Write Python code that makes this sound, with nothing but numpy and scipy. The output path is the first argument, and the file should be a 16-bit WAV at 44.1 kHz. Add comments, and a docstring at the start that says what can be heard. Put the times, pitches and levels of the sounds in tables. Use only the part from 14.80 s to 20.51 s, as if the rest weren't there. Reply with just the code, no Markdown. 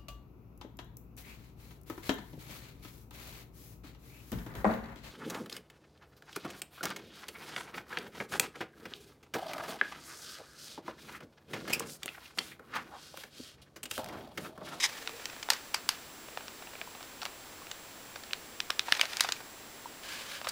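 """Hands unfold a stiff plastic blister pack on a paper-covered table, close to a small, thinly whining camera.
Over soft room noise the sleeve swishes off, the plastic groans faintly and the lid buckles in bright snaps.
The tray ticks under the fingers while sheet rubs on sheet and panels give way with hollow knocks.
Near 4 s the lid comes free with a thud and a flurry of clicks; then fingers stroke the end flap
and a few last clicks follow. A small room answers each move briefly."""
import sys
import numpy as np
from scipy import signal
from scipy.fft import rfft, irfft, next_fast_len
from scipy.io import wavfile
from scipy.ndimage import uniform_filter1d

SR = 44100
rng = np.random.default_rng(int(sys.argv[2]) if len(sys.argv) > 2 else 0)


def dump(signal):
    """Clip the signal to [-1, 1] and save it as 16-bit WAV at the path in sys.argv[1]."""
    limited = np.clip(np.atleast_2d(signal).T, -1, 1)
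    pcm = np.round(limited * 32767).astype(np.int16)
    wavfile.write(sys.argv[1], SR, pcm)


N = 251811
TAPS = 4096  # samples in one click, knock or filter
HZ = np.fft.rfftfreq(TAPS, 1 / SR)
TIME = np.arange(N) / SR

# resonances of the lid: (frequency [Hz], width [Hz], level [dB])
LID_MODES = [(900, 98, -1.5), (1296, 450, 8), (1380, 120, 7), (2310, 230, 1), (2926, 100, 0),
             (3150, 120, 0), (3830, 140, -8), (4820, 240, -4.5), (5270, 700, -11), (6170, 200, -6.5),
             (6920, 260, -7), (7930, 300, -10.5), (8740, 430, -8.5), (11100, 600, -16), (12600, 1000, -18)]


def amp(db):
    """Decibels to gain."""
    return 10 ** (np.asarray(db) / 20)


def unit_rms(x):
    """Scales to rms 1."""
    return x / np.sqrt(np.mean(x ** 2) + 1e-20)


def curve_at(points, hz):
    """Reads a (frequency, value) curve on a log-frequency axis."""
    f, value = np.transpose(points)
    return np.interp(np.log(hz + 1), np.log(f + 1), value)


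def add(mix, start_s, sound):
    """Mixes a sound in at its start time."""
    part = mix[max(round(start_s * SR), 0):][:len(sound)]
    part += sound[:len(part)]


def causal(gain):
    """The most compact causal response with this gain on the grid HZ."""
    log_gain = np.log(np.maximum(gain, 1e-5))
    mirrored = np.concatenate([log_gain, log_gain[-2:0:-1]])
    return np.fft.ifft(np.exp(np.conj(signal.hilbert(mirrored)))).real


def drift(rate_hz):
    """A smooth random wander of rms 1, mostly slower than rate_hz."""
    size = next_fast_len(N)
    hz = np.fft.rfftfreq(size, 1 / SR)
    spectrum = rfft(rng.standard_normal(size)) / (1 + (hz / rate_hz) ** 4)
    return unit_rms(irfft(spectrum, size)[:N])


def held_envelope(moves, attack_s, release_db_per_s):
    """Each move gathers speed, holds it and dies away; overlapping moves add in power."""
    power = np.zeros(N)
    for start, length, db in moves:
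        t = TIME - start
        attack = np.clip(t / attack_s, 0, 1)
        power += (attack * amp(db - release_db_per_s * np.maximum(t - length, 0))) ** 2
    return np.sqrt(power)


def arch_envelope(moves, steepness):
    """Each quick move speeds up and slows down in one arch."""
    return sum(amp(db) * abs(np.sin(np.pi * np.clip((TIME - start) / length, 0, 1))) ** steepness
               for start, length, db in moves)


def shell(modes):
    """Gain on the grid HZ of a thin shell with these resonances."""
    power = sum(amp(db) ** 2 / (1 + ((HZ ** 2 - hz ** 2) / (width * HZ + 1)) ** 2)
                for hz, width, db in modes)
    return np.sqrt(power)


def room_tone():
    """A steady bed of room noise and microphone hiss."""
    # noise colour: (frequency [Hz], level [dB])
    colour = [(20, -7.5), (50, -4.5), (190, -3.5), (255, 0.5), (330, -0.5), (1400, -4), (3000, -7.5),
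              (5000, -9.5), (6000, -10), (8500, -14.5), (10500, -13), (12500, -19.5), (14000, -14.5),
              (15200, -25)]
    gain = amp(curve_at(colour, np.fft.rfftfreq(N, 1 / SR)))
    return amp(-50) * unit_rms(irfft(rfft(rng.standard_normal(N)) * gain, N))


def camera_whine():
    """The camera's clock runs slightly fast and is pulled back into step at every picture frame."""
    # clock partials: (harmonic number, level [dB])
    partials = [(1, -63), (2, -61.5)]
    # weaker steady electronic tones: (frequency [Hz], level [dB])
    steady_tones = [(7854, -72), (7881, -75), (15625, -79)]
    clock_hz, frame_hz, fast_by_hz = 7560, 30, 9
    lead = uniform_filter1d(fast_by_hz * (TIME % (1 / frame_hz)), size=170)
    turns = clock_hz * TIME + lead + 0.013 * drift(8)
    clock = sum(amp(db) * unit_rms(np.sin(2 * np.pi * k * turns)) for k, db in partials)
    tones = sum(amp(db) * unit_rms(np.sin(2 * np.pi * hz * TIME + 0.33 * drift(8)))
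                for hz, db in steady_tones)
    return amp(0.4) * (clock + tones)


def room_tail(x):
    """Shell and room ring on in a short, dense tail whose treble dies first."""
    # decay times: (frequency [Hz], t60 [s])
    decay = [(300, 0.49), (1300, 0.31), (4500, 0.17), (9000, 0.1), (15000, 0.19)]
    hz, t, noise = signal.stft(rng.standard_normal(SR // 2), SR, nperseg=256)
    tail = signal.istft(noise * amp(-60 * t / curve_at(decay, hz)[:, None]), SR, nperseg=256)[1]
    tail *= 1 - np.exp(-(np.arange(len(tail)) / SR / 0.0018) ** 2)  # soft onset
    return signal.fftconvolve(x, tail / np.linalg.norm(tail))[:N]


def plastic_groan():
    """As the plastic slides, its slips lock briefly into one faint, unsteady note."""
    # the slide: (start [s], length [s], level [dB])
    moves = [(.19, .22, -54.5)]
    pitch_hz = 454 * (1 + 0.039 * drift(66))
    tone = unit_rms(np.sin(2 * np.pi * np.cumsum(pitch_hz) / SR))
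    return arch_envelope(moves, steepness=0.72) * amp(3.3 * drift(30)) * tone


def friction(colour, slips_per_s, spread_db, flutter_db, resonance):
    """Tiny stick-slip grains of uneven size, coloured by the sheet that they shake."""
    sizes = amp(spread_db * np.minimum(rng.exponential(1, N), 4)) * rng.choice([-1, 1], N)
    grains = sizes * (rng.random(N) < slips_per_s / SR)
    lid_db = 20 * np.log10(shell(LID_MODES) + 1e-4)
    ripple_db = lid_db - uniform_filter1d(lid_db, size=150)  # the lid's peaks without its overall tilt
    sheet = causal(amp(curve_at(colour, HZ) + resonance * ripple_db))
    return unit_rms(signal.oaconvolve(grains, sheet)[:N] * amp(flutter_db * drift(60)))


def sheet_rub():
    """Sheet rubs on sheet in a soft, fluttering rustle."""
    # rubs: (start [s], length [s], level [dB])
    moves = [(.02, 0.16, -47.5), (.21, 0.32, -53), (.71, 0.053, -47.5), (1.1, .05, -50.5),
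             (1.47, 1.0, -62.5), (4.05, .05, -44.5), (4.11, 0.12, -41), (4.285, 0.19, -42)]
    # rustle colour: (frequency [Hz], level [dB])
    colour = [(180, -20), (300, -16), (691, -2), (1470, -0.5), (1850, 7.5), (2100, -0.5), (2360, 4),
              (3070, -1), (3790, -0.5), (6300, -4), (7670, -11), (11400, -13.5), (15000, -24)]
    envelope = held_envelope(moves, attack_s=0.014, release_db_per_s=132)
    return envelope * friction(colour, slips_per_s=5000, spread_db=1, flutter_db=2.5, resonance=0.26)


def flap_stroke():
    """Fingers stroke along the end flap with a smooth, even grain."""
    # strokes: (start [s], length [s], level [dB])
    moves = [(5.222, 0.031, -46), (5.275, 0.13, -42), (5.44, .04, -47), (5.48, 0.076, -42.5),
             (5.665, 0.016, -42.5)]
    # stroke colour: (frequency [Hz], level [dB])
    colour = [(180, -38), (300, -22), (459, -24), (550, -1.5), (616, -19), (1110, -7), (1290, -9.5),
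              (1650, -0.5), (1880, -7), (2320, -3.5), (3920, -6), (4770, -8), (15000, -24.5)]
    envelope = held_envelope(moves, attack_s=0.015, release_db_per_s=190)
    return envelope * friction(colour, slips_per_s=5000, spread_db=0.5, flutter_db=1.1, resonance=0.37)


def sleeve_swish():
    """The sleeve slides off in a short tug and a longer pull."""
    # tug and pull: (start [s], length [s], level [dB])
    moves = [(-.013, .036, -32.5), (.017, 0.059, -26)]
    # swish colour: (frequency [Hz], level [dB])
    colour = [(180, -40), (300, -25), (685, -26), (835, -9), (1350, -14.5), (2070, 3), (2830, -8),
              (3870, 2), (4420, -13.5), (5130, 1), (10100, -17), (12700, -20), (15500, -48)]
    envelope = arch_envelope(moves, steepness=1.24)
    return envelope * friction(colour, slips_per_s=9000, spread_db=2.5, flutter_db=1.5, resonance=0.49)


def panel_mode(hz, db, t60):
    """One mode of a panel, swelling within its first cycle and quickly damped."""
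    t = np.arange(TAPS) / SR
    envelope = (1 - np.exp(-2 * hz * t)) * np.exp(-np.log(1000) * t / t60)
    return amp(db) * envelope * np.sin(2 * np.pi * hz * t)


def table_thud():
    """The pack thuds on the table as the lid comes free."""
    # low modes of the thud: (frequency [Hz], level [dB], t60 [s])
    modes = [(90, -34, .03), (260, -27.5, 0.016)]
    out = np.zeros(N)
    add(out, start_s=4.1215, sound=sum(panel_mode(*row) for row in modes))
    return out


def panel_knocks():
    """A whole panel gives way and rings with one hollow note, the higher the shorter."""
    # knocks: (time [s], pitch [Hz], level [dB])
    knocks = [(.9415, 2900, -25), (2.0142, 2380, -27.5), (2.074, 980, -36.5), (2.8187, 1100, -38),
              (3.9005, 1166, -24), (4.0835, 935, -26.5), (4.123, 1734, -14), (4.333, 1400, -28),
              (5.0573, 954, -29.5), (5.669, 1240, -29)]
    out = np.zeros(N)
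    for start, hz, db in knocks:
        add(out, start, panel_mode(hz, db, t60=30 / hz))
    return out


def shape_registers(spectrum, levels_db, depth_db, bright_db):
    """Voices a click: a wider patch of plastic lifts the low registers, a sharper crease the high ones."""
    # borders of the bass, middle, presence, treble and top registers: (frequency [Hz])
    edges = [350, 1000, 1900, 3300, 5600, 14500]
    # per register: (lift [dB per dB of depth])
    depth_lift = [1, .4, 0, 0, 0.031]
    # per register: (lift [dB per dB of brightness])
    bright_lift = [0, 0.41, 0, 0.72, 0.92]
    click_s = 0.008  # a click's level is its energy spread over this time
    band = np.digitize(HZ, edges)
    centres = np.sqrt(np.multiply(edges[1:], edges[:-1]))
    target = amp(levels_db + depth_db * np.array(depth_lift) + bright_db * np.array(bright_lift))
    for _ in range(2):  # two passes, as neighbouring registers pull on each other
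        energy = 2 * np.bincount(band, abs(spectrum) ** 2)[1:-1] / TAPS
        log_gain = np.log(target / np.sqrt(energy / (click_s * SR)))
        spectrum = spectrum * rfft(causal(np.exp(curve_at(np.c_[centres, log_gain], HZ))))
    return spectrum


def clicks(rows, modes, registers_db, slip_share, bounce_ms, bounce, travel_ms, soft_hz,
           gain_db, ring_db, ring_per_depth):
    """Each click is one sudden give and a brief run of slips, ringing the shell and bouncing off the table."""
    direct, ringing = np.zeros(N), np.zeros(N)
    ms, khz = np.arange(TAPS) / SR * 1e3, HZ / 1e3
    # a small shell radiates little bass, and the contact softens the highest treble
    radiated = shell(modes) * HZ ** 3 / np.hypot(HZ ** 3, 420 ** 3) / np.hypot(1, (HZ / soft_hz) ** 3)
    # bending waves carry treble faster than bass; travel_ms is their delay at 1 kHz
    body = rfft(causal(radiated)) * np.exp(-2j * np.pi * 2 * travel_ms * np.sqrt(khz))
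    for start, db, depth_db, bright_db, slip_ms in rows:
        slips = rng.standard_normal(TAPS) * np.exp(-(ms / (2 * max(slip_ms, .1))) ** 2)
        force = slip_share * slip_ms * slips / np.linalg.norm(slips)
        force[0] += 1  # the sudden give
        echo = 1 + bounce * np.exp(-2j * np.pi * khz * bounce_ms * rng.uniform(0.88, 1.04))
        levels_db = db + gain_db + np.array(registers_db)
        spectrum = shape_registers(rfft(force) * body * echo, levels_db, depth_db, bright_db)
        add(direct, start, irfft(spectrum))
        # the room gathers sound from every side of the shell, which evens out single resonances
        diffuse = np.sqrt(abs(uniform_filter1d(abs(spectrum) ** 2, size=110)))
        diffuse *= HZ ** 2 / (HZ ** 2 + 600 ** 2)
        # a deeper click shakes more of the shell and leaves more after-ring
        add(ringing, start, causal(diffuse) * amp(ring_db + ring_per_depth * depth_db))
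    return direct + room_tail(ringing)


def strain_ticks():
    """Click rows for the gripped tray, which ticks faintly at loose intervals under strain."""
    # spells of strain: (start [s], length [s], level [dB], brightness [dB])
    spells = [(0.299, .32, -55, -5), (1.45, 0.87, -53, -6)]
    ticks_per_s, spread_db, depth_db, slip_ms = 8, 0.5, 9, 2.5
    rows = []
    for start, length, db, bright_db in spells:
        for k, (jitter, softness) in enumerate(rng.uniform(-1, 1, (20, 2))):
            delay = (k + (1 + jitter) / 2) / ticks_per_s
            if delay < length:
                rows.append((start + delay, db - spread_db * softness, depth_db, bright_db, slip_ms))
    return rows


def tray_ticks():
    """The loaded tray gives under the fingers in small, duller ticks."""
    # ticks: (time [s], level [dB], depth [dB], brightness [dB], slip length [ms])
    ticks = [(.2748, -37, -7, -1, 1.3), (.2934, -47, 3, -4, 1.1), (.498, -47, -7, -3, 2.5),
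             (.6878, -44.5, 14, 0, 0.94), (.7195, -43, 10, -4, 3), (1.5737, -42, 9.5, -5, 1.2),
             (1.6815, -49.5, -1, 5.5, 0.8), (1.8717, -49.5, 4, -12, 2.3), (1.9534, -46.5, 1, -19, 1.4),
             (2.0145, -42, -2, -8.5, 0.99), (2.2285, -53.5, -3, 6, 0.85), (2.417, -44, -15, 2.5, 3.3),
             (2.4229, -49.5, 10, 1, 2.3), (2.431, -47.5, 7, 6.5, 1), (2.4615, -47.5, 8, 3, 0.88),
             (2.8687, -48.5, 1, -13, 1.5), (3.3585, -46.5, 6, 0, 2.5), (3.436, -53, -3, 5.5, 2.3),
             (3.5095, -45.5, -3, -13, 1), (3.533, -32.5, -14, -0.5, 0.82), (3.803, -33.5, -13.5, 2, 1.14),
             (3.904, -32.5, -3.5, 3, 0.97), (3.9942, -30, -19, 5.5, 0.72), (4.0839, -43.5, 8.5, -3, 3.4),
             (4.1228, -23, -11, -0.5, 1.0), (4.1504, -40, -4, 1, 1.9), (4.1952, -33.5, -2.5, -2.5, 1.4),
             (4.2297, -44.5, 11, 2, 6.8), (4.2547, -43, -11, 5, 0.7), (4.3325, -43, -3, 3, 1.7),
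             (4.3973, -34, -19, -15, 1.1), (4.4454, -39.5, 10, -1, 4.3), (4.4886, -38.5, 6, 4, 1.7),
             (4.6025, -53.5, 13.5, 0, 6), (5.615, -48, 10.5, -3, .8), (5.6441, -45, 5, 1.5, 6.6),
             (5.6709, -38.5, 6, -6, 1.7)]
    # resonances of the tray: (frequency [Hz], width [Hz], level [dB])
    modes = [(714, 234, 15), (1270, 400, 6.5), (1570, 400, -3.5), (2600, 150, -9), (3560, 490, -0.5),
             (4710, 230, -1), (5540, 330, -2.5), (5880, 230, -7), (7340, 700, -21), (9500, 830, -9),
             (12500, 2000, -19)]
    # tone of a plain tick, per register from bass to top: (level offset [dB])
    registers_db = [-6.5, -1, -0.5, -0.5, -11]
    return clicks(ticks + strain_ticks(), modes, registers_db, slip_share=1.0, bounce_ms=0.783,
                  bounce=0.27, travel_ms=0.418, soft_hz=13000, gain_db=0.6,
                  ring_db=-13.5, ring_per_depth=0.16)


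def lid_snaps():
    """The stiff lid buckles in bright snaps."""
    # snaps: (time [s], level [dB], depth [dB], brightness [dB], slip length [ms])
    snaps = [(.4556, -39, -10, -2.5, 1.35), (.628, -41, -0.5, -5, 2.2), (.7022, -29, 5.5, 4, 1.56),
             (.7332, -41.5, 0, 2, 2), (.9438, -32.5, 6.5, 0, 1.63), (1.0898, -29.5, 1, 1, 1.6),
             (2.4535, -38.5, 1, -6.5, .94), (2.914, -43.5, -0.5, -1, 1.6), (4.2125, -20.5, -10.5, -12.5, 1),
             (4.3697, -41.5, -11, 3.5, 0.93), (4.4073, -29, 1, 3.5, 1.3), (4.4376, -45.5, 4, 4.5, 1.7),
             (4.5217, -34.5, -7.5, 1.5, 1.4), (5.6871, -49, 1, 14.5, 4.1)]
    # tone of a plain snap, per register from bass to top: (level offset [dB])
    registers_db = [-8, -2.5, 0.5, 4.5, 0]
    return clicks(snaps, LID_MODES, registers_db, slip_share=0.89, bounce_ms=1.22, bounce=0.32,
                  travel_ms=0.82, soft_hz=14100, gain_db=-0.94, ring_db=-10.5, ring_per_depth=0.37)


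def scene():
    """Everything reaches one microphone, alike in both channels."""
    crackle = lid_snaps() + tray_ticks()
    handling = sleeve_swish() + sheet_rub() + flap_stroke()
    handling += panel_knocks() + table_thud() + plastic_groan()
    mono = crackle + handling + amp(-20) * room_tail(handling) + room_tone() + camera_whine()
    return np.array([mono, mono])


def record(dry):
    """The camera's band limit cuts off the highest treble."""
    edge_hz = 15900
    low_pass = signal.firwin(511, edge_hz, window=("kaiser", 9), fs=SR)
    return signal.oaconvolve(dry, low_pass[None], "same")


dry = scene()
out = record(dry)
dump(out)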